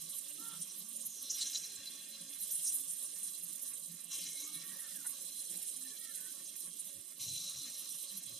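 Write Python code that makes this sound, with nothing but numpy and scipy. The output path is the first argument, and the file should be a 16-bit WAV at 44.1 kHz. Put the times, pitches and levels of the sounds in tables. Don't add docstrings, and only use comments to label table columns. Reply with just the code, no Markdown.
import sys
import numpy as np
from scipy import signal
from scipy.fft import rfft, irfft, next_fast_len
from scipy.io import wavfile
from scipy.ndimage import map_coordinates

SR = 44100
rng = np.random.default_rng(int(sys.argv[2]) if len(sys.argv) > 2 else 0)


def digitize_waveform(pressure):
    field = np.atleast_2d(pressure).T
    bounded = np.clip(field, -1, 1)
    quanta = np.round(bounded * 32767).astype(np.int16)
    wavfile.write(sys.argv[1], SR, quanta)


N = 369999
TIME = np.arange(N) / SR
SIZE = next_fast_len(N + SR // 4, real=True) // 2 * 2
BIN_HZ = np.maximum(np.arange(SIZE // 2 + 1) * SR / SIZE, 1)


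def from_db(db):
    return np.exp(np.asarray(db) * (np.log(10) / 20))


def rms_one(x):
    return x / np.sqrt(np.mean(x ** 2) + 1e-20)


def level_curve(rows):
    s, db = np.transpose(rows)
    return np.interp(TIME, s, db)


def drift(rate_hz):
    targets = rng.standard_normal(4096)
    return 1.2 * np.interp(TIME * rate_hz, np.arange(len(targets)), targets)


def balance(pan_db):
    return from_db([[pan_db / 2], [-pan_db / 2]])


def colour(x, spectrum):
    hz, db = np.transpose(spectrum)
    log_gain = np.log(from_db(np.interp(np.log(BIN_HZ), np.log(hz), db)))
    cepstrum = irfft(log_gain)
    cepstrum[1:SIZE // 2] *= 2
    cepstrum[SIZE // 2 + 1:] = 0
    response = np.exp(rfft(cepstrum))
    return irfft(rfft(x, SIZE) * response)[..., :N]


# f/Hz, width/Hz, boost/dB
PAN = [(172,21,12), (443,204,-40), (561.7,24.4,23), (985,67,-28), (1117.4,24.5,18), (1255,16,-17),
       (1348,26,9), (1610,33,11.5), (1822,27.4,14.5), (2132,49,-13), (2144.4,14.4,19.5), (2270,120,-24),
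       (2462,21,7.5), (2752,23,12), (3032,12,6), (3210,19,8.5), (3440,27,13), (3790,51,3), (4004,72,13.5),
       (4097,17.6,8.5), (4070,160,3.5), (4550,310,-0.5), (4990,77,7), (5380,31,8.5), (5755,33,12),
       (6185,130,8.5), (6490,45,7), (7170,114,6), (8680,130,5.5), (9260,76,5.5), (9050,66,-0.5),
       (9705,55,5.5), (10900,220,-14.5), (12300,72,-7), (12530,91,3.5)]


def pan_ring(x):
    sections = []
    for hz, width_hz, boost_db in PAN:
        a = np.pi * width_hz / SR
        c = -2 * np.cos(2 * np.pi * hz / SR)
        g = from_db(boost_db)
        sections.append(np.array([1 + a * g, c, 1 - a * g, 1 + a, c, 1 - a]) / (1 + a))
    return signal.sosfilt(sections, x + 1e-18)


def place(pair, alike, pan_db):
    side = np.sqrt((1 - alike) / (1 + alike)) * pair[1]
    left, right = from_db(pan_db / 2), from_db(-pan_db / 2)
    return np.array([left * (pair[0] + side), right * (pair[0] - side)]) * 2 / (left + right)


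def bursts(per_s, spread_db):
    born = rng.random(N) < per_s / SR
    sizes = from_db(spread_db * np.minimum(rng.exponential(1, N), 5))
    return rms_one(born * sizes * rng.standard_normal((2, N)))


def bubbling(spectrum, per_s, spread_db):
    return rms_one(pan_ring(colour(bursts(per_s, spread_db), spectrum)))


def patchy(x, depth_db, rate_hz, lowest_hz, count):
    out, rest = 0, x
    for hz in np.minimum(lowest_hz * 2 ** (np.arange(count) / 2), SR / np.pi):
        low = signal.sosfiltfilt(signal.butter(4, hz, fs=SR, output="sos"), rest, padtype="even")
        out = out + low * from_db(depth_db * drift(rate_hz))
        rest = rest - low
    return rms_one(out + rest * from_db(depth_db * drift(rate_hz)))


def clumps(depth_db=1.5, rate_hz=170):
    return rms_one(from_db(depth_db * drift(rate_hz)))


def swell(s, length_s):
    near = slice(max(int((s - 3 * length_s) * SR), 0), int((s + 3 * length_s) * SR))
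    return near, 2 ** (-2 * ((TIME[near] - s) / length_s) ** 2)


def rush(grains, s, length_s, hz, band_ratio):
    near, bell = swell(s, length_s)
    band = signal.butter(2, [hz / band_ratio, hz * band_ratio], "band", fs=SR, output="sos")
    return near, rms_one(signal.sosfilt(band, grains[:, near])) * bell


def ring(clicks, hz, t60_s):
    r, w = from_db(-60 / (t60_s * SR)), 2 * np.pi * hz / SR
    return signal.lfilter([0, np.sin(w)], [1, -2 * r * np.cos(w), r * r], clicks + 1e-18)


def boil_off(s, db, rise_s, fade_db_per_s):
    fade_db = fade_db_per_s * np.maximum(TIME - s - rise_s, 0)
    return np.clip((TIME - s) / rise_s, 0, 1) * from_db(db - fade_db)


def hand_shade(lead_s=0.033, over_s=0.38, depth_db=-4.5):
    db = np.zeros(N)
    for s, *_ in DROPS:
        near, bell = swell(s - lead_s, over_s)
        db[near] += depth_db * bell
    return db


# t/s, level/dB
FIZZ = [(0,-50), (.17,-49), (.35,-48.5), (.7,-51), (1.1,-46), (1.42,-44.5), (1.8,-55), (2.27,-55.5),
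        (2.48,-45.5), (2.72,-45), (2.97,-47.5), (3.22,-46.5), (3.36,-48), (3.55,-47.5), (3.85,-45.5),
        (4.0,-47), (4.25,-50.5), (4.7,-50), (5.0,-48.5), (5.42,-48.5), (5.62,-46), (5.97,-52), (6.25,-47),
        (6.46,-54), (6.6,-48.5), (6.73,-53.5), (6.88,-46.5), (7.1,-50), (7.35,-50.5), (7.7,-55),
        (8.03,-47.5), (8.2,-53), (8.39,-52.5)]
# f/Hz, relative level/dB per Hz
FIZZ_COLOUR = [(1000,-81), (3000,-27), (5000,-25), (7600,-5), (8600,3.5), (9500,3), (10400,2), (10900,-2),
               (11400,0.5), (12600,-1.5), (14000,-7.5), (15500,-11.5)]
PAN_PER_DB = 0.57


def fizz(trim_db=-0.96, per_s=22000, spread_db=-1.0, patch_db=2.6, alike=0.15,
         usual_db=-54.5, usual_pan_db=-14.5, fresh_pan_db=-1.5):
    db = level_curve(FIZZ) + hand_shade()
    old, new = (patchy(bubbling(FIZZ_COLOUR, per_s, spread_db), patch_db, 65, 5060, count=3)
                for _ in range(2))
    crusts = place(old, alike, usual_pan_db + PAN_PER_DB * (db - usual_db)) * from_db(db)
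    fresh_gain = sum(boil_off(s, fine_db, rise_s, fade) for s, _, rise_s, fade, _, fine_db in DROPS)
    fresh = place(new, alike, fresh_pan_db) * fresh_gain
    return (crusts + fresh) * from_db(trim_db) * clumps()


# t/s, level/dB
WET = [(0,-54), (2.3,-53.5), (3.3,-56), (5.3,-54), (6.8,-56), (8.39,-54.5)]
# f/Hz, relative level/dB per Hz
WET_COLOUR = [(600,-30), (1500,-32), (2300,-15.5), (3100,-2.5), (3900,-4), (4400,-5), (5000,-5),
              (6000,-5.5), (7300,-4), (9000,-4), (12000,-7.5), (15500,-41)]


def wet_sizzle(per_s=12000, spread_db=0.0, patch_db=3.0, alike=0.29, pan_db=-2):
    grains = patchy(bubbling(WET_COLOUR, per_s, spread_db), patch_db, 45, 2730, count=4)
    return place(grains, alike, pan_db) * from_db(level_curve(WET) + hand_shade())


def crackles(trim_db=-11, per_s=900, spread_db=-0.7, ring_cycles=24, lowest_hz=2800, highest_hz=10000,
             tilt_db_per_octave=14.0, fresh_db=-8, alike=0.22, pan_db=-5):
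    clicks, size_class, out = bursts(per_s, spread_db), rng.integers(0, 24, N), 0
    for k, hz in enumerate(np.geomspace(lowest_hz, highest_hz, 24)):
        t60_s = ring_cycles / hz
        pings = ring(ring(clicks * (size_class == k), hz, t60_s), hz, t60_s)
        out = out + rms_one(pings) * from_db(tilt_db_per_octave * np.log2(hz / lowest_hz))
    crusts = from_db(level_curve(FIZZ) + hand_shade())
    fresh = sum(boil_off(s, db + fresh_db, rise_s, fade) for s, db, rise_s, fade, _, _ in DROPS)
    return place(rms_one(pan_ring(out)), alike, pan_db) * (crusts + fresh) * from_db(trim_db)


CHURN_ALIKE, CHURN_PAN_DB = 0.97, -4
# t/s, level/dB
CHURN = [(0,-68), (3.2,-69.5), (4.5,-67), (5.6,-68.5), (6.4,-69.5), (8.39,-68.5)]
# f/Hz, relative level/dB per Hz
CHURN_COLOUR = [(30,-48), (60,-44), (100,-16.5), (160,-6.5), (240,0.5), (400,-4), (700,-26), (1000,-15.5),
                (1600,-18), (2500,-10.5), (5000,-39.5)]


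def churn(per_s=3000, spread_db=1.16, patch_db=5.0):
    grains = patchy(bubbling(CHURN_COLOUR, per_s, spread_db), patch_db, 22, 186, count=7)
    return place(grains * from_db(level_curve(CHURN)), CHURN_ALIKE, CHURN_PAN_DB)


def plops(level_db=-78.0, per_s=170, spread_db=1.0, ring_cycles=32, lowest_hz=250, highest_hz=880,
          tilt_db_per_octave=-6.0, pan_db=-9.0):
    clicks, size_class, out = bursts(per_s, spread_db)[0], rng.integers(0, 24, N), 0
    for k, hz in enumerate(np.geomspace(lowest_hz, highest_hz, 24)):
        r, w = np.exp(-np.log(1000) * hz / (ring_cycles * SR)), 2 * np.pi * hz / SR
        resonance = [1, 0, -1, 1, -2 * r * np.cos(w), r * r]
        excitation = clicks * (size_class == k) + 1e-12 * np.sin(w * np.arange(N))
        tone = signal.sosfilt([resonance, resonance], excitation)
        out = out + rms_one(tone) * from_db(tilt_db_per_octave * np.log2(hz / lowest_hz))
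    return rms_one(out) * from_db(level_db) * balance(pan_db)


# t/s, level/dB, length/s, f/Hz
GLUGS = [(.04,-62,0.078,172), (0.566,-62.5,0.13,175), (0.832,-67.5,0.08,181), (3.487,-62.5,0.072,172),
         (3.917,-62.5,0.076,172), (4.26,-64.5,0.09,178), (4.24,-67.5,0.079,285), (4.507,-66,0.14,290),
         (4.574,-60.5,0.072,173.5), (4.7,-66,0.036,180), (5.533,-65,0.064,179), (5.544,-70,0.093,324),
         (5.53,-71,.07,496), (5.57,-74,0.049,780), (6.678,-64.5,0.047,176), (8.184,-65.5,.095,187)]


def glugs():
    white, out = rng.standard_normal((2, N)), np.zeros((2, N))
    for s, db, length_s, hz in GLUGS:
        near, sound = rush(white, s, length_s, hz, band_ratio=1.075)
        out[:, near] += sound * from_db(db)
    return place(out, CHURN_ALIKE, CHURN_PAN_DB)


# t/s, level/dB, length/s, centre f/Hz
SPURTS = [(0.1,-44,0.012,10800), (0.165,-43,0.022,11200), (0.484,-44.5,.01,9650), (0.624,-39.5,0.015,8900),
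          (0.792,-43,0.019,11500), (.966,-40,0.01,9600), (1.065,-38,0.015,10900), (1.226,-42.5,0.011,10900),
          (1.36,-43,.014,11200), (1.512,-51,0.016,12600), (1.761,-47.5,0.012,7840),
          (2.216,-46.5,0.0089,9500), (2.35,-52,0.041,9900), (2.416,-40.5,0.02,11500),
          (2.435,-40,0.019,9900), (2.483,-44,0.0076,12600), (2.522,-34.5,0.014,11700),
          (2.553,-38,0.048,9800), (2.66,-37.5,0.044,9300), (2.699,-39,0.011,9300), (2.728,-38,.009,9000),
          (2.752,-34.5,0.026,10500), (2.786,-41,.007,9200), (2.808,-40,0.014,10600), (2.905,-39,0.025,9500),
          (3.043,-42,0.037,9400), (3.153,-49,0.043,9500), (3.239,-39.5,0.02,9700), (3.277,-41.5,0.01,9700),
          (3.439,-41.5,0.017,10800), (3.515,-59,.02,9400), (3.63,-41.5,.018,11100),
          (3.69,-44.5,0.038,10200), (3.846,-51,.012,9700), (4.373,-46.5,0.028,10100),
          (4.408,-47,0.018,11500), (4.552,-43.5,0.028,10200), (4.808,-45,.022,10000),
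          (5.074,-37.5,0.012,9800), (5.218,-48,0.013,9500), (5.267,-47,0.0098,9400), (5.4,-44,0.041,9700),
          (5.474,-46,0.0085,9300), (5.507,-45.5,.014,9200), (5.576,-43,0.0072,9300),
          (5.683,-42.5,0.031,9400), (5.769,-44,.012,9600), (5.83,-44,0.012,9500), (6.047,-48,0.013,9600),
          (6.153,-43,0.0078,8800), (6.324,-48,0.0082,9500), (6.658,-46,0.045,9700), (6.8,-42,0.014,9500),
          (7.34,-47,0.033,9600), (7.501,-47,0.013,9900), (7.631,-48,.012,10200), (7.794,-45,0.023,10800),
          (7.903,-44.5,0.011,11000), (7.955,-46,.01,10100), (7.99,-48,0.027,10100),
          (8.178,-40.5,0.012,10900), (8.238,-48,0.011,9500)]


def small_spurts(per_s=7.9, length_s=0.0076, above_fizz_db=-7.5, centre_hz=9400, pitch_scatter=0.068):
    vigour_db = level_curve(FIZZ) + hand_shade()
    chance = rng.random((200, 3))
    rows = []
    for when, _, size in chance[chance[:, 1] < per_s * N / SR / len(chance)]:
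        s = .1 + (N / SR - .2) * when
        hz = centre_hz * np.exp(pitch_scatter * (1 - 2 * size))
        rows.append((s, np.interp(s, TIME, vigour_db) + above_fizz_db, length_s, hz))
    return rows


def spurts(trim_db=-1.5, per_s=24000, spread_db=1.0, band_ratio=1.127, alike=0.35,
           usual_db=-37, usual_pan_db=-2):
    grains, out = bursts(per_s, spread_db), np.zeros((2, N))
    for s, db, length_s, hz in SPURTS + small_spurts():
        near, sound = rush(grains, s, length_s, hz, band_ratio)
        pan_db = usual_pan_db + PAN_PER_DB * (db - usual_db)
        out[:, near] += place(sound, alike, pan_db) * from_db(db + trim_db)
    return pan_ring(out)


# start t/s, length/s, f/Hz, level/dB
HUMS = [(0.23,0.35,291,-69), (0.683,0.53,225,-69), (1.098,0.38,265.6,-76), (1.524,0.35,414,-77.5),
        (2.03,0.33,223,-70.5), (2.2,0.22,281.5,-71.5), (2.63,0.29,279.5,-70), (5.741,0.19,260,-64.5)]


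def hums(waver_hz=3, pan_db=-4):
    out, waver = np.zeros(N), waver_hz * drift(25)
    for start_s, length_s, hz, db in HUMS:
        near = slice(int(start_s * SR), int((start_s + length_s) * SR))
        tone = np.sin(2 * np.pi * np.cumsum(hz + waver[near]) / SR)
        out[near] += from_db(db) * np.sqrt(2 * np.hanning(len(tone))) * tone
    return out * balance(pan_db)


# f/Hz, relative level/dB
CAW_COLOUR = [(100,-74), (450,-21), (750,-10), (920,-12.5), (1080,-1), (1370,-4), (1550,-7), (1850,-15),
              (2300,-40), (4000,-56)]


def caw(start_s=.38, length_s=.19, level_db=-62, end_hz=421.4, arch_hz=46, jitter=0.008, rasp=0.1,
        rasp_rate_hz=600, flutter_db=2, flutter_rate_hz=45, blur_s=0.031, pan_db=-2):
    along = np.clip((TIME - start_s) / length_s, 0, 1)
    arch = np.abs(np.sin(np.pi * along))
    hz = (end_hz + arch_hz * arch) * (1 + (jitter + rasp * along ** 2) * drift(rasp_rate_hz))
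    pulses = np.diff(np.floor(np.cumsum(hz) / SR), prepend=0)
    loudness = arch ** 0.38 * from_db(level_db + flutter_db * drift(flutter_rate_hz))
    call = rms_one(colour(pulses, CAW_COLOUR)) * loudness
    echoes = rng.standard_normal(SR // 4) * np.exp(-TIME[:SR // 4] / blur_s)
    echoed = signal.fftconvolve(call, echoes / np.linalg.norm(echoes))[:N]
    return (call + echoed) / np.sqrt(2) * balance(pan_db)


# t/s, level/dB, length/s, centre f/Hz
SPITS = [(0.63,-52,0.023,6140), (0.704,-49,0.024,5800), (1.309,-32,0.013,6150), (1.277,-53,0.065,3880),
         (1.335,-41.5,.02,6100), (1.38,-49,0.044,4000), (1.395,-42,0.033,5100), (1.421,-36.5,0.019,4280),
         (1.42,-34.5,0.019,7650), (1.432,-55,0.18,3400), (1.47,-39.5,0.016,6440), (1.537,-41,.01,5570),
         (1.557,-37.5,0.014,4240), (1.558,-37.5,0.027,6600), (1.64,-61,0.059,2420),
         (1.574,-35.5,0.0091,5360), (1.646,-47,.012,4560), (1.651,-45,0.034,5740), (1.713,-55,0.022,4100),
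         (1.876,-48,0.02,4470), (2.51,-43,0.01,5950), (2.677,-38,0.027,6000), (4.18,-52.5,0.13,3150),
         (4.235,-49,0.037,4600), (4.398,-53.5,0.052,4020), (4.407,-45,.014,6400), (4.45,-43,0.025,6700),
         (4.555,-54.5,0.029,3640), (6.462,-48,0.011,6030), (6.88,-58.5,0.033,3430), (7.219,-50,0.027,4150),
         (7.243,-44,0.0057,4530), (7.297,-55,0.028,4140), (7.423,-51.5,.16,4030), (7.683,-55.5,.2,4000),
         (7.483,-54,0.014,4000), (8.089,-52,0.025,4500)]


def spits(trim_db=-6.0, per_s=18000, spread_db=0.0, band_ratio=1.127, alike=.99, pan_db=-1):
    grains, out = bursts(per_s, spread_db), np.zeros((2, N))
    for s, db, length_s, hz in SPITS:
        near, sound = rush(grains, s, length_s, hz, band_ratio)
        out[:, near] += sound * from_db(db + trim_db)
    return pan_ring(place(out, alike, pan_db))


# start t/s, end t/s, start f/Hz, middle f/Hz, end f/Hz, width/Hz, level/dB
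SLIDES = [(0.914,1.33,7200,6500,5400,930,-52), (4.1,4.8,2167,2180,2400,40,-66),
          (5.85,6.3,2400,2180,1900,53,-75), (4.45,4.6,1200,1200,1200,100,-68.5),
          (4.661,5.038,1180,1300,2100,320,-72), (4.552,4.94,1820,1870,1760,62,-63),
          (4.7,4.9,1660,1700,1200,75,-67), (4.9,5.04,2000,1660,1300,83,-65),
          (5.81,5.98,1720,1790,1600,75,-65), (5.97,6.14,1820,1880,1600,45,-61.5),
          (6.13,6.28,2300,1700,2000,80,-67), (6.13,6.33,1570,1500,1550,52,-67.5),
          (5.956,6.165,1260,1330,1420,69,-72.5), (7.351,7.956,1332,1210,1200,270,-74)]


def sliding_hisses(trim_db=-1.5, pan_db=-2, waver_hz=12, rate_hz=35, flutter_db=2.0):
    out, waver = np.zeros((2, N)), waver_hz * drift(rate_hz)
    flutter = from_db(flutter_db * drift(rate_hz))
    for start_s, end_s, from_hz, middle_hz, to_hz, width_hz, db in SLIDES:
        near = slice(int(start_s * SR), int(end_s * SR))
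        along = np.linspace(0, 1, near.stop - near.start)
        white = rng.standard_normal((2, 2, SR))[..., :len(along)]
        real, imag = signal.sosfilt(signal.butter(2, width_hz / 2, fs=SR, output="sos"), white)
        glide = np.polyfit([0, .5, 1], [from_hz, middle_hz, to_hz], 2)
        phase = 2 * np.pi * np.cumsum(np.polyval(glide, along) + waver[near]) / SR
        hiss = rms_one((real * np.cos(phase) + imag * np.sin(phase)) * flutter[near])
        fade = np.abs(np.sin(np.pi * along)) ** .5
        out[:, near] += place(hiss * fade, 0.95, pan_db) * from_db(db + trim_db)
    return out


# t/s, level/dB, rise/s, fade/dB per s, big-bubble level/dB, fine-fizz level/dB
DROPS = [(1.24,-41.5,0.22,47,-54,-64), (4.088,-40.5,0.053,38,-60,-44), (7.189,-41,0.015,15,-91,-46)]
# f/Hz, relative level/dB per Hz
FLARE_COLOUR = [(600,-21), (1500,-41), (2300,-3.5), (3000,1.5), (3500,0), (4050,5), (4600,-3), (5200,8),
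                (5800,11.5), (6600,9.5), (7200,9), (8000,5), (11000,-16), (15500,-70)]
# f/Hz, relative level/dB per Hz
BIG_COLOUR = [(300,-48), (700,-15.5), (1100,-18.5), (1400,-11), (2200,-5), (3000,-2), (5000,-7.5)]


def flares(trim_db=-3.5, per_s=11000, spread_db=0.0, patch_db=2.5, alike=0.92, pan_db=-1,
           big_fade_db_per_s=9):
    small_gain = sum(boil_off(s, db, rise_s, fade) for s, db, rise_s, fade, _, _ in DROPS)
    big_gain = sum(boil_off(s, big_db, rise_s, big_fade_db_per_s) for s, _, rise_s, _, big_db, _ in DROPS)
    small = patchy(bubbling(FLARE_COLOUR, per_s, spread_db), patch_db, 45, 3240, count=3) * clumps()
    big = bubbling(BIG_COLOUR, 2500, 0.9) * clumps()
    return place(small * small_gain + big * big_gain, alike, pan_db) * from_db(trim_db)


# t/s, level/dB, length/s
PUFFS = [(1.769,-73,0.06), (4.225,-78,0.17), (6.97,-58,0.028), (7.304,-53.5,0.082), (7.58,-57,0.034),
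         (8.33,-64,0.081)]
# f/Hz, relative level/dB per Hz
PUFF_COLOUR = [(30,-45), (65,-27), (100,5.5), (135,3), (200,-11.5), (500,-58), (2000,-77)]


def puffs(trim_db=-2):
    push = np.zeros(N)
    for s, db, length_s in PUFFS:
        near, bell = swell(s, length_s)
        push[near] += from_db(db + trim_db) * bell
    return rms_one(colour(rng.standard_normal(N), PUFF_COLOUR)) * push


# f/Hz, relative level/dB, t60/s
KNOCK_MODES = [(924,-7.5,0.066), (1140,-12,.03), (1465,-1,0.045), (1700,-1,.025), (1730,-2,0.037),
               (1990,-1,0.022)]


def knock(at_s=5.058, level_db=-63, contact_s=0.016):
    near, bell = swell(at_s, contact_s)
    push = np.zeros(N)
    push[near] = rng.standard_normal(len(bell)) * bell
    wood = sum(ring(push, hz, t60_s) * from_db(db) * (-1) ** k
               for k, (hz, db, t60_s) in enumerate(KNOCK_MODES))
    return wood / np.std(wood[near]) * from_db(level_db)


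def heave(x, ring_hz=4030, ring_width_hz=420, ring_db=-2, swell_db=2.0, sway_s=.00008, rate_hz=18):
    edges_hz = [ring_hz - ring_width_hz / 2, ring_hz + ring_width_hz / 2]
    band = signal.sosfiltfilt(signal.butter(2, edges_hz, "band", fs=SR, output="sos"), x)
    swollen = x + band * (from_db(ring_db + swell_db * drift(rate_hz)) - 1)
    read_at = (TIME + sway_s * drift(rate_hz)) * SR
    return np.array([map_coordinates(side, [read_at], order=5, mode="mirror") for side in swollen])


def bowl_echoes(x, echo_db=-14, near_s=0.001295, far_s=.0031, sway_s=.00006, sway_rate_hz=3):
    out = x
    for delay_s in (near_s, far_s):
        late = TIME - delay_s - sway_s * drift(sway_rate_hz)
        out = out + from_db(echo_db) * np.array([np.interp(late, TIME, side) for side in x])
    return out / np.sqrt(1 + 2 * from_db(echo_db) ** 2)


def scene():
    surface = heave(fizz() + wet_sizzle() + flares() + spurts())
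    sizzle = bowl_echoes(surface + spits() + crackles())
    oil = churn() + glugs() + plops()
    return sizzle + oil + hums() + caw() + sliding_hisses() + puffs() + knock()


def record(dry, narrow_from_hz=1700, narrow_to_hz=4400, narrow_db=-6, crossfeed_db=-18,
           crossfeed_hz=8800, crossfeed_s=256 / 48000, cutoff_hz=15480):
    band = signal.butter(6, [narrow_from_hz, narrow_to_hz], "band", fs=SR, output="sos")
    side = signal.sosfiltfilt(band, (dry[0] - dry[1]) / 2)
    heard = dry + (from_db(narrow_db) - 1) * np.array([side, -side])
    treble = signal.sosfiltfilt(signal.butter(6, crossfeed_hz, "high", fs=SR, output="sos"), heard[0])
    for k in (1, 2):
        late = map_coordinates(treble, [(TIME - k * crossfeed_s) * SR], order=3)
        heard[1] += from_db(crossfeed_db) / k * late
    return signal.sosfilt(signal.ellip(12, .2, 80, cutoff_hz, fs=SR, output="sos"), heard)


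dry = scene()
out = record(dry)
digitize_waveform(out)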